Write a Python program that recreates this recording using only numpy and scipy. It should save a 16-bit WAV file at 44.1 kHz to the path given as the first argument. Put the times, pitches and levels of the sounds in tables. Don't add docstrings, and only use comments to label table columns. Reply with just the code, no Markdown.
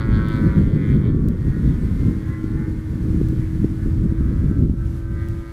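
import sys
import numpy as np
from scipy import signal
from scipy.fft import rfft, irfft
from scipy.io import wavfile
from scipy.ndimage import uniform_filter1d

SR = 44100
rng = np.random.default_rng(int(sys.argv[2]) if len(sys.argv) > 2 else 0)


def dump_mix(stems):
    frames = np.atleast_2d(stems).T
    limited = np.clip(frames, -1, 1)
    pcm = np.round(limited * 32767).astype(np.int16)
    wavfile.write(sys.argv[1], SR, pcm)


N = 243431
T = np.arange(N) / SR

# start_s [s], firing_hz [Hz], hum_db [dB]
REVS = [(0.0, 110.7, -36), (.2, 109.3, -32), (.45, 108.3, -32), (.65, 106.5, -39), (1.06, 104, -41.5),
        (1.7, 103.8, -44), (2.1, 105.1, -36.5), (2.45, 105.7, -33), (2.68, 105.9, -35), (2.9, 105.1, -34.5),
        (3.3, 105.5, -29.5), (3.58, 106.1, -32), (3.88, 106.1, -35), (4.15, 107.5, -30), (4.62, 110.8, -41),
        (4.93, 109.6, -37), (5.3, 111.6, -35), (5.52, 111, -40)]
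# start_s [s], level_db [dB], tail_on [0-1, view of the pipe], steady [0-1, firing over gas rush]
EXHAUST = [(0.0, -41.5, 0.6, 0.72), (.2, -39, 0.47, 0.72), (.4, -38, 0.43, 0.7), (.55, -40, 0.45, 0.57),
           (.7, -51, 0.72, .65), (1.08, -48, 0.67, 0.39), (1.17, -49.5, 0.56, 0.25), (1.6, -52, .7, 0.38),
           (2.0, -51.5, 0.76, 0.32), (2.4, -53, 0.62, 0.4), (2.68, -55.5, 0.84, 0.57),
           (3.05, -54, 0.56, 0.1), (3.55, -62, 0.95, 0.52), (3.95, -54, 0.37, 0.3), (4.35, -50, 0.43, 0.7),
           (4.75, -57.5, 0.03, 0.5), (5.1, -52, .2, 0.76), (5.52, -54, 0.67, 1)]
# pitch_hz [Hz], width_hz [Hz], level_db [dB]
PIPE = [(873, 270, -1), (1086, 245, 3.5), (1317, 266, 0.5), (1476, 212, 4.5), (1747, 580, 2.5),
        (2165, 480, -0.5), (3260, 590, 5.5), (3690, 740, -2), (4350, 600, 2.5), (5200, 1200, -44)]
# start_s [s], delay_ms [ms], echo [0-1]
GROUND = [(0, 5.5, 0.54), (.65, 5.07, 0.64), (1.25, 4.4, 0.3), (1.95, 3.9, 0.84), (2.75, 3.26, 1),
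          (3.45, 3.54, 0.2), (4.3, 3.03, 0.8), (5.52, 3.15, 1.)]
# start_s [s], length_s [s], level_db [dB], centre_hz [Hz]
TWINKLES = [(0.0, 0.044, 6.5, 1250), (.0, .025, 7, 3320), (.155, 0.031, 13.5, 4470), (.2, 0.035, 3.5, 1500),
            (.32, .06, 5, 3600), (.075, .035, -9.5, 3500), (.34, 0.074, 9, 4800), (1.03, .1, -6, 4600),
            (.75, 0.042, 7.5, 4600), (.86, 0.097, 10.5, 2050), (.92, 0.066, 8, 3500), (1.07, .05, 9, 3000),
            (1.57, 0.11, 8, 1900), (1.7, 0.069, 8, 3400), (.6, 0.05, 5, 3020), (2.14, 0.031, 4.5, 1400),
            (2.33, 0.078, 6.5, 1950), (2.3, 0.051, 5, 1050), (2.62, 0.064, 10, 1500),
            (1.33, 0.38, -8, 2320), (3.45, 0.059, 9, 2100), (3.64, 0.016, 0, 1500), (3.85, 0.076, 8, 1700),
            (4.2, 0.046, 4.5, 1450), (4.53, 0.068, 7, 1500), (4.69, 0.055, -9, 1600), (4.83, .04, 9, 1500),
            (5.2, 0.076, 13, 1740), (5.2, .04, 13, 3500), (5.46, 0.034, 3.5, 1500)]
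# start_s [s], length_s [s], level_db [dB], order [of firing rate]
BEAMS = [(.05, .1, 3.5, 11), (.1, .15, -13, 16), (.3, .2, 2.5, 14), (.35, .2, 3, 12), (.85, .2, 7, 23),
         (.85, 0.22, 7.5, 19.5), (1.2, .15, 8.5, 17), (1.5, .2, 7.5, 18), (2.0, 0.12, 6, 16),
         (2.05, 0.18, 9.5, 20.5), (2.35, .06, 10.5, 19), (2.5, 0.25, 12.5, 10), (2.6, .12, 9.5, 8),
         (2.32, .1, 6, 17), (1.08, .06, 10, 22), (2.6, 0.1, 3, 21), (2.5, 0.25, 10, 13), (2.82, .08, 5, 19),
         (3.0, .3, -0.5, 14), (3.1, .4, 8, 16), (3.82, .15, 9, 16), (3.85, .1, 7, 19), (4.2, .25, 5, 11),
         (5.15, .3, -7, 15), (4.5, .1, 3.5, 12), (4.7, .3, 8, 14), (4.7, .4, -6.5, 13), (5.25, .3, 6.5, 11),
         (5.3, .3, 3, 18), (5.2, .4, -3, 8)]
# start_s [s], level_db [dB], speed [0-1, above the usual]
WIND = [(0.0, -21, 0.65), (.3, -22.5, 0.7), (.55, -18.5, 0.65), (1.0, -20, 0.79), (1.35, -22, 0.77),
        (1.6, -23.5, 0.64), (1.9, -19, 0.47), (2.2, -22.5, 0.53), (2.5, -23, 0.43), (2.8, -25.5, 0.55),
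        (3.2, -20, 0.46), (3.5, -24.5, 0.49), (3.8, -25, 0.42), (4.1, -18, .3), (4.55, -18.5, 0.37),
        (4.8, -21.5, 0.04), (5.35, -24.5, 0.21), (5.52, -35.5, 0.32)]
# pitch_hz [Hz], level_db [dB per Hz]
EDDIES = [(12, -44), (22, -9.5), (60, -1.5), (150, -2), (260, -9.5), (380, -18.5), (520, -30.5),
          (650, -43.5), (900, -70), (1500, -80.5)]
# start_s [s], length_s [s], level_db [dB], eddy_hz [Hz]
GUSTS = [(.14, 0.053, 11, 70.5), (.46, 0.054, 5, 150), (.6, 0.029, 6, 170), (.68, 0.0092, 12, 70),
         (.78, .03, -9, 60), (.35, 0.06, -3, 228), (.87, 0.045, -12.5, 60), (.92, 0.087, 8, 75),
         (1.15, 0.0059, 12.5, 130), (1.27, 0.032, 4, 60.3), (1.49, 0.036, 8.5, 90), (1.68, .04, 11.5, 170),
         (2.08, 0.055, 7.5, 220), (2.38, 0.069, -7, 99), (2.58, 0.041, 8, 171), (2.86, .03, -9, 179.9),
         (2.7, 0.033, -3, 420), (3.1, 0.049, 2.5, 420), (3.21, .05, 4, 90), (3.4, .03, 3, 120),
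         (3.628, 0.034, 12.5, 130), (3.675, 0.024, -5, 170), (3.87, 0.061, 8.5, 130),
         (4.06, 0.03, 5.5, 220), (4.17, .015, -25, 250), (4.32, 0.019, 7.5, 170), (4.44, 0.014, 10, 149.2),
         (4.62, 0.057, 11.5, 200), (5.05, 0.047, -8.5, 130.6), (5.13, 0.052, 6.5, 190)]
# start_s [s], peak_db [dB], eddy_hz [Hz]
BUFFETS = [(0.086, -5, 214), (0.549, -7, 170), (.757, -4.5, 184), (.862, -7.5, 172), (1.097, -7, 190),
           (1.477, -6, 190), (2.038, -17, 171.6), (2.438, -7.5, 213), (2.953, -12.5, 175), (3.142, -7, 213),
           (3.21, -4, 267), (3.326, -14.5, 300.2), (3.641, -1.5, 245.3), (3.856, -8, 232),
           (4.119, -5.5, 176), (4.205, -5, 184), (4.436, -9, 158.2), (4.509, -4, 189), (4.621, -6, 170.9),
           (4.693, -4, 166.2), (4.734, -12, 217)]
# start_s [s], pitch_hz [Hz], level_db [dB]
CHIRP = [
    (1.78, 8250, -95),
    (1.79, 8270, -66),
    (1.845, 8370, -64),
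    (1.88, 8420, -77),
    (1.9, 8420, -95),
]
# start_s [s], level_db [dB]
HISS = [(0.0, -60), (.28, -58.5), (.33, -54.5), (.68, -59.5), (.74, -61), (.89, -58), (1.12, -64.5),
        (1.47, -57.5), (2.04, -55), (2.57, -57.5), (3.2, -55), (3.86, -56), (4.06, -59), (4.5, -58),
        (4.7, -62), (4.97, -54.5), (5.07, -60.5), (5.3, -56)]
# pitch_hz [Hz], level_db [dB per Hz]
HISS_COLOUR = [(300, 17.5), (700, 14), (1500, 14.5), (2800, 4.5), (5200, 0.5), (12800, -3.5), (14000, -6.5),
               (15000, -17), (15400, -51), (16000, -60)]
# start_s [s], step [signed, full scale 1]
DROPOUTS = [
    (.28678, -0.052),
    (1.2866, 0.069),
    (2.285, -0.0087),
    (3.2867, -0.044),
    (5.2866, -0.045),
]


def firings(turns, steady):
    pulses = 0
    for order in range(6, 56):
        path_db = 1.3 * walk(9)
        if 7 < order < 25:
            path_db = path_db + swells(BEAMS, order, octaves=0.05)
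        pulses = pulses + undb(path_db) * np.cos(2 * np.pi * order * turns + 0.22 * walk(6))
    puff = 0.5 + np.exp(-(turns % 1) / 0.5)
    gas = unit(puff * rng.standard_normal(N))
    return np.sqrt(steady) * unit(pulses) + np.sqrt(1 - steady) * 1.05 * gas


def off_the_ground(direct):
    delay_ms, echo = curves(GROUND)
    dull = uniform_filter1d(direct, size=9)
    bounce = np.interp(T - delay_ms / 1000, T, dull)
    return (direct + echo * bounce) / np.sqrt(1 + 1.3 * echo ** 2)


def exhaust(drive, level_db, tail_on):
    rings = []
    for hz, width, db in PIPE:
        flicker_db = hz / 1300 * walk(22) + swells(TWINKLES, hz, octaves=0.45)
        rings.append(undb(db + flicker_db) * band(drive, hz, width))
    main = unit(rings[2] - rings[3])
    lower = unit(rings[0] - rings[1])
    upper = unit(rings[4] - rings[5])
    rasp = unit(rings[6] - rings[7] + rings[8] - rings[9])
    mix = main + undb(-11 + 11 * tail_on) * lower
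    mix = mix + undb(-10.5 + 17 * tail_on) * upper
    mix = mix + undb(-23 + 16.5 * tail_on) * rasp
    return undb(level_db) * mix


def propeller(turns, hz, third_db, exhaust_db):
    fifth_db = -52 + 0.58 * (exhaust_db + 49) + 7.5 * np.minimum(hz - 106, 0)
    hum = 0
    for order, db in [(3, third_db), (4, fifth_db - 9), (5, fifth_db), (6, fifth_db - 8.5)]:
        hum = hum + undb(db + 0.49 * walk(7.2)) * np.sin(2 * np.pi * order * turns)
    return np.sqrt(2) * hum


def aircraft():
    hz, third_db = curves(REVS)
    exhaust_db, tail_on, steady = curves(EXHAUST)
    turns = np.cumsum(hz * (1 + 0.0005 * walk(25))) / SR
    drive = off_the_ground(firings(turns, np.clip(steady, 0, 1)))
    return exhaust(drive, exhaust_db, tail_on) + propeller(turns, hz, third_db, exhaust_db)


def wind():
    wind_db, speed = curves(WIND)
    gust_octaves = 1.24
    rumble_db = wind_db + swells(GUSTS, 71.0, gust_octaves)
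    flutter_db = wind_db - 10.5 + 14.5 * speed + swells(GUSTS, 175.0, gust_octaves)
    edge_db = wind_db - 33 + 22 * speed + swells(GUSTS, 270.0, gust_octaves)
    eddy = walk(30)
    rumble = undb(rumble_db + 0.18 + 0.78 * walk(4.47)) * unit(coloured(EDDIES, hi_hz=112.7))
    flutter = undb(flutter_db + 1.32 * eddy) * unit(coloured(EDDIES, lo_hz=108.5, hi_hz=337.0))
    edge = undb(edge_db + 6.0 + 2.0 * eddy + 1.5 * walk(45)) * unit(coloured(EDDIES, lo_hz=308.5))
    return buffeted(rumble + flutter + edge)


def buffeted(out):
    for s, db, hz in BUFFETS:
        near = slice(int(s * SR) - 3000, int(s * SR) + 3000)
        t = T[near] - s - 0.005
        out[near] *= 1 - 0.5 * np.exp(-(t / 0.0051) ** 2)
        out[near] -= undb(db - 2) * np.cos(2 * np.pi * hz * t) * np.exp(-(t / 0.0022) ** 2)
        out[near] -= undb(2.7 * db - 13.5) * np.exp(-np.abs(t) / 0.00064)
    return out


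def insect():
    hz, db = curves(CHIRP)
    buzz = undb(-82 + 2.0 * walk(6)) * unit(band(rng.standard_normal(N), 8300, 350))
    chirp = undb(db + 1.5 * walk(88)) * np.sin(2 * np.pi * np.cumsum(hz) / SR)
    return buzz + chirp


def camera_hiss(heard):
    power = uniform_filter1d(heard ** 2, int(0.025 * SR))
    ride_db = 10 * np.log10(power + 1e-6) + 19
    return undb(curves(HISS)[0] + 6.5 + 0.24 * ride_db) * unit(coloured(HISS_COLOUR))


def undb(db):
    return np.exp(np.asarray(db) * (np.log(10) / 20))


def unit(x):
    return x / np.sqrt(np.mean(x ** 2))


def curves(table):
    s, *columns = np.transpose(table)
    return [np.interp(T, s, column) for column in columns]


def band(x, hz, width):
    b, a = signal.iirpeak(hz, hz / width, fs=SR)
    return signal.lfilter(b, a, signal.lfilter(b, a, x))


def coloured(colour, lo_hz=0.86, hi_hz=20000.):
    f = np.arange(1, N // 2 + 2) * SR / N
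    hz, db = np.transpose(colour)
    edges = 1 / np.sqrt((1 + (lo_hz / f) ** 8) * (1 + (f / hi_hz) ** 8))
    shape = edges * undb(np.interp(np.log(f), np.log(hz), db))
    return irfft(rfft(rng.standard_normal(N)) * shape, N)


def walk(rate):
    hold_ms = int(1000 / rate)
    ms = np.arange(int(1000 * N / SR) + 2)
    held = rng.standard_normal(1000)[ms // hold_ms]
    slow = uniform_filter1d(uniform_filter1d(held, hold_ms), hold_ms)
    return np.interp(T, ms / 1000, unit(slow))


def swells(events, hz, octaves):
    s, length, db, centre_hz = np.transpose(events)[:, :, None]
    grid_s = np.arange(0, T[-1] + 0.004, 0.004)
    distance = ((grid_s - s) / length) ** 2 + (np.log2(centre_hz / hz) / octaves) ** 2
    bells = db * np.exp(-np.minimum(distance, 30))
    return np.interp(T, grid_s, bells.sum(axis=0))


def scene():
    return (aircraft() + wind() + insect())[None]


def band_limit(x):
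    return signal.sosfilt(signal.butter(12, 16040, fs=SR, output="sos"), x)


def record(dry):
    lowpass = signal.ellip(12, 0.5, 90, 15200, fs=SR, output="sos")
    out = signal.sosfilt(lowpass, dry + camera_hiss(dry[0]))
    for s, step in DROPOUTS:
        near = slice(int(s * SR) - 200, int(s * SR) + 200)
        t = T[near] - s
        out[:, near] += step * np.sinc(t * 32000) * np.exp(-(t / 0.0004) ** 2)
    return band_limit(out)


dry = scene()
out = record(dry)
dump_mix(out)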